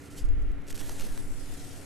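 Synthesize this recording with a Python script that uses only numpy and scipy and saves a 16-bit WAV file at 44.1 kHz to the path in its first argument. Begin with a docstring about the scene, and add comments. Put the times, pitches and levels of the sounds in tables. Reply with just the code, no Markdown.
"""A wooden rake is drawn sideways through fine sand, close to the microphone, in a quiet room.
Ventilation hums throughout. First a light brush of sand, and a gust buffets the microphone.
After a pause, crisp ticks as the teeth touch down (0.7 s). Then one long grainy pull over swaying air:
short crunches, fine sand spills, the sound widens, and the rake's board drones, then briefly sings."""
import sys
import numpy as np
from scipy import signal
from scipy.fft import rfft, irfft
from scipy.io import wavfile
from scipy.ndimage import uniform_filter1d

SR = 44100
rng = np.random.default_rng(int(sys.argv[2]) if len(sys.argv) > 2 else 0)


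def master(y):
    """Save y as 16-bit WAV."""
    cut = np.clip(np.atleast_2d(y).T, -1, 1)
    pcm = np.round(cut * 32767)  # scale
    wavfile.write(sys.argv[1], SR, pcm.astype(np.int16))


N = 81585
T = np.arange(N) / SR
HZ = np.fft.rfftfreq(N, 1 / SR)

# sand grains against the teeth: f/Hz, relative level/dB
SAND_SPECTRUM = [(300, -15), (900, -23), (1800, -11), (2800, -1.5), (4200, -0.5), (6500, -1), (8200, 0.4),
                 (9800, -5), (11000, -2.5), (13000, -7)]


def amp(db):
    """Decibels to gain."""
    return 10 ** (np.asarray(db) / 20)


def unit(x):
    """Scales to rms 1."""
    return x / np.sqrt(np.mean(x ** 2) + 1e-20)


def over_hz(points):
    """Interpolates a table over log frequency."""
    hz, value = np.transpose(points)
    return np.interp(np.log(HZ + 1), np.log(hz + 1), value)


def envelope(points):
    """Gain from a dB curve, falling 400 dB/s beyond its ends."""
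    t_s, db = np.transpose(points)
    outside_s = np.maximum(t_s[0] - T, 0) + np.maximum(T - t_s[-1], 0)
    return amp(np.interp(T, t_s, db) - 400 * outside_s)


def colour(x, spectrum):
    """Filters by a spectrum table, keeping the power of white noise."""
    return irfft(rfft(x) * unit(amp(over_hz(spectrum))), N)


def drift(rate_hz):
    """Slow random motion of rms 1."""
    lowpass = np.exp(-(HZ / rate_hz) ** 2) * (HZ > 0)
    return unit(irfft(rfft(rng.standard_normal(N)) * lowpass, N))


def stereo(pair, correlation):
    """Two unrelated signals to left and right of a given correlation."""
    mid = rfft(pair[0]) * np.sqrt((1 + correlation) / 2)
    side = rfft(pair[1]) * np.sqrt((1 - correlation) / 2)
    return irfft(np.array([mid + side, mid - side]), N)


def pan(db):
    """Gains for a left-minus-right level."""
    return amp([[db / 2], [-db / 2]])


def ventilation():
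    """A steady dull rush with wavering fan tones; the two near 290 Hz beat."""
    rush_spectrum = [(55, -5.5), (90, 7), (160, 3.5), (210, -4.5), (300, -2), (420, -4), (540, -10),
                     (720, -11.5), (900, -16), (1200, -16.5), (1375, -10.5), (1500, -16), (1900, -14),
                     (2500, -19), (4500, -32.5), (13000, -37.5)]  # f/Hz, relative level/dB
    rush_correlation = [(30, 1), (130, 0.2), (300, 0.52), (600, 0.43), (1400, 0.7), (3000, 0.7), (9000, 0)]  # f/Hz, left-right correlation
    fan_tones = [(82, -57.5), (240, -62), (281.8, -54), (297.4, -64.5), (395.5, -64.5), (481, -66.5),
                 (717, -75.5)]  # f/Hz, level/dB
    rush = colour(stereo(rng.standard_normal((2, N)), over_hz(rush_correlation)), rush_spectrum)
    hum = np.zeros(N)
    for hz, db in fan_tones:
        wander_hz = 1.81 * drift(rate_hz=6)
        turns = np.cumsum(hz + wander_hz) / SR + rng.random()
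        flutter_db = drift(rate_hz=17.4)
        hum += np.sqrt(2) * amp(db + flutter_db) * np.sin(2 * np.pi * turns)
    return (amp(-48) * rush + hum) * pan(db=-1.55)


def turbulence(spectrum):
    """Rolling flow with its lulls evened out, unrelated on the two sides."""
    flow = colour(rng.standard_normal((2, N)), spectrum)
    power = abs(signal.hilbert(flow)) ** 2
    smooth_power = uniform_filter1d(uniform_filter1d(power, size=4096), size=4096)
    return stereo(unit(flow / np.sqrt(smooth_power)), correlation=0)


def air():
    """A gust, then a slower sway of air, buffets the microphone."""
    gust_spectrum = [(10, 7), (28, 5.5), (48, -1.5), (70, -9.5), (105, -33), (300, -87)]  # f/Hz, relative level/dB
    gust_curve = [(.14, -45.5), (.2, -35.5), (.28, -18), (.38, -25), (.49, -24.5), (.59, -34.5)]  # t/s, level/dB
    sway_spectrum = [(13, -1), (24, -11), (34, -23.5), (50, -27.5), (150, -100)]  # f/Hz, relative level/dB
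    sway_curve = [(.5, -39.5), (.8, -32.5), (.88, -34), (1, -29), (1.4, -32), (1.85, -47.5)]  # t/s, level/dB
    gust = turbulence(gust_spectrum) * envelope(gust_curve)
    sway = turbulence(sway_spectrum) * envelope(sway_curve)
    return (gust + sway) * pan(db=-1)


def at_rake(pair, wider_db=0):
    """Spreads two unrelated signals between left and right as the rake travels."""
    travel = [(.1, -20, -1), (.85, -21, -2), (1.03, -14.5, 0), (1.35, -2, 0), (1.85, -8.5, 1.3)]  # t/s, side minus mid/dB, left minus right/dB
    t_s, side_db, pan_db = np.transpose(travel)
    side = pair[1] * amp(np.minimum(np.interp(T, t_s, side_db) + wider_db, 0))
    lean = amp(np.interp(T, t_s, pan_db) / 2)
    return np.array([(pair[0] + side) * lean, (pair[0] - side) / lean])


def grains(per_s, spread_db):
    """Random collisions, most tiny, a few large."""
    sizes = amp(spread_db * np.minimum(rng.exponential(1, (2, N)), 5))
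    signs = rng.choice([-1, 1], (2, N))
    hits = rng.random((2, N)) < per_s / SR
    return unit(sizes * signs * hits)


def grit(grain_share=0.52):
    """Dense grain collisions over the smooth hiss of finer sand."""
    collisions = grains(per_s=6500, spread_db=1.5)
    return np.sqrt(grain_share) * collisions + np.sqrt(1 - grain_share) * rng.standard_normal((2, N))


def slipping(rate_hz, depth_db):
    """Sand packs and yields unevenly, so its level flutters."""
    return amp(depth_db * drift(rate_hz))


def patchy(x, depth_db):
    """Narrow parts of the spectrum come and go."""
    frames = signal.stft(x, nperseg=512, noverlap=384)[2]
    patches = uniform_filter1d(rng.standard_normal(frames.shape[1:]), size=4, axis=0)
    patches = unit(uniform_filter1d(patches, size=24, axis=1))
    return signal.istft(frames * amp(depth_db * patches), nperseg=512, noverlap=384)[1][:, :N]


def trickle():
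    """Loose grains crackle in small clumps as the teeth settle in."""
    trickle_curve = [(.67, -63), (.73, -73), (.79, -60)]  # t/s, level/dB
    crackle = colour(grains(per_s=1400, spread_db=2), SAND_SPECTRUM)
    return at_rake(crackle * envelope(trickle_curve) * slipping(rate_hz=24, depth_db=12))


def board_rings():
    """Resonances of the wooden board swell and fade as it ploughs."""
    # start/s, length/s, f/Hz, width/Hz, level/dB, left-right correlation
    resonances = [(0.917, 0.41, 180, 133, -50, -0.85), (1.446, 0.38, 730, 50.6, -62.5, 0.69)]
    rings = np.zeros((2, N))
    for start_s, length_s, hz, width_hz, db, correlation in resonances:
        band = (1 + ((HZ - hz) / width_hz) ** 2) ** -4
        ring = unit(irfft(rfft(rng.standard_normal((2, N))) * band, N))
        swell = np.sin(np.pi * np.clip((T - start_s) / length_s, 0, 1))
        rings += amp(db) * stereo(ring, correlation) * swell
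    return rings


def crunches(fall_to_rise=0.44):
    """Rustles, ticks and crunches: short bursts of noise that swell and stop quickly."""
    events = [(0.2897, -51.5, .0012), (0.425, -63, 0.016), (.469, -67.5, .007), (0.52, -60, .005),
              (.622, -64.5, 0.0092), (.670, -52.5, 0.0013), (0.706, -38.5, 0.0016), (0.7109, -45, 0.0013),
              (.7186, -49, 0.0014), (0.7282, -42.5, 0.0024), (0.746, -32.5, 0.00024),
              (0.7566, -54, 0.00093), (0.7788, -40.5, 0.0028), (0.813, -43.5, 0.0081),
              (0.8764, -47, 0.0024), (0.8963, -35.5, 0.0026), (.920, -43, .0035), (0.9982, -37, 0.0016),
              (1.011, -39.5, 0.0035), (1.023, -42, .003), (1.0504, -45, 0.0037), (1.069, -44.5, 0.0045),
              (1.1515, -47, .001), (1.1771, -31.5, 0.00037)]  # peak t/s, level/dB, rise/s
    crunch_spectrum = [(200, -11), (900, 3.5), (3200, 0), (4200, -3), (6500, 2), (9500, -6.5), (11500, 1.5),
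                       (13000, -4)]  # f/Hz, relative level/dB
    bursts = np.zeros(N)
    for peak_s, db, rise_s in events:
        from_peak_s = np.maximum(peak_s - T, (T - peak_s) / fall_to_rise)
        bursts += amp(db) * np.exp(-from_peak_s / rise_s)
    return at_rake(colour(bursts * rng.standard_normal((2, N)), crunch_spectrum))


def spill(start_s=0.76, rise_s=0.039):
    """Fine sand runs off the ridges once the rake moves."""
    spill_spectrum = [(4500, -5.5), (6500, -1.5), (7800, 1.5), (9000, 0.5), (10200, -1.5), (13000, -6)]  # f/Hz, relative level/dB
    onset = np.clip((T - start_s) / rise_s, 0, 1)
    return at_rake(colour(grit(), spill_spectrum) * amp(-56) * onset)


def board_rub():
    """Sand shoved ahead of the board gives a duller, wider rub."""
    rub_spectrum = [(150, 3), (540, -1.5), (720, -8), (950, -7.5), (1120, -19.5), (1800, -7.5), (2400, -24),
                    (3400, -21), (7000, -37)]  # f/Hz, relative level/dB
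    shove_curve = [(.68, -66), (.8, -51.5), (.89, -50.5), (.94, -53), (1.01, -48.5), (1.11, -52.5),
                   (1.17, -53), (1.27, -59.5), (1.6, -61.5), (1.85, -55)]  # t/s, level/dB
    return at_rake(colour(grit(), rub_spectrum) * envelope(shove_curve), wider_db=13.5)


def teeth_hiss():
    """Grains stream past the teeth: a light brush, then the long pull."""
    brush_curve = [(0, -61), (.05, -56.5), (.08, -59.5), (.097, -66.5), (.113, -54), (.148, -58),
                   (.182, -46.5), (.216, -54.5), (.24, -69), (.255, -59.5), (.31, -83)]  # t/s, level/dB
    pull_curve = [(.69, -67.5), (.765, -64), (.805, -50.5), (.86, -51), (.895, -49.5), (.945, -52.5),
                  (1.008, -48.5), (1.1, -53.5), (1.2, -55.5), (1.28, -67), (1.4, -60.5), (1.53, -55),
                  (1.72, -53), (1.85, -57)]  # t/s, level/dB
    return at_rake(colour(grit(), SAND_SPECTRUM) * (envelope(brush_curve) + envelope(pull_curve)))


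def rake():
    """Hiss, spill and rub flutter together as the sand slips."""
    sand = teeth_hiss() + spill() + board_rub()
    return patchy(sand, depth_db=2.06) * slipping(rate_hz=77, depth_db=1.16)


def scene():
    """Room and air behind, rake and sand in front."""
    return ventilation() + air() + trickle() + board_rings() + crunches() + rake()


def record(dry):
    """Low-pass band limit."""
    cutoff_hz = 13120
    lowpass = signal.firwin(1023, cutoff_hz, window=("kaiser", 8), fs=SR)
    return signal.oaconvolve(dry, lowpass[None], "same")


dry = scene()
out = record(dry)
master(out)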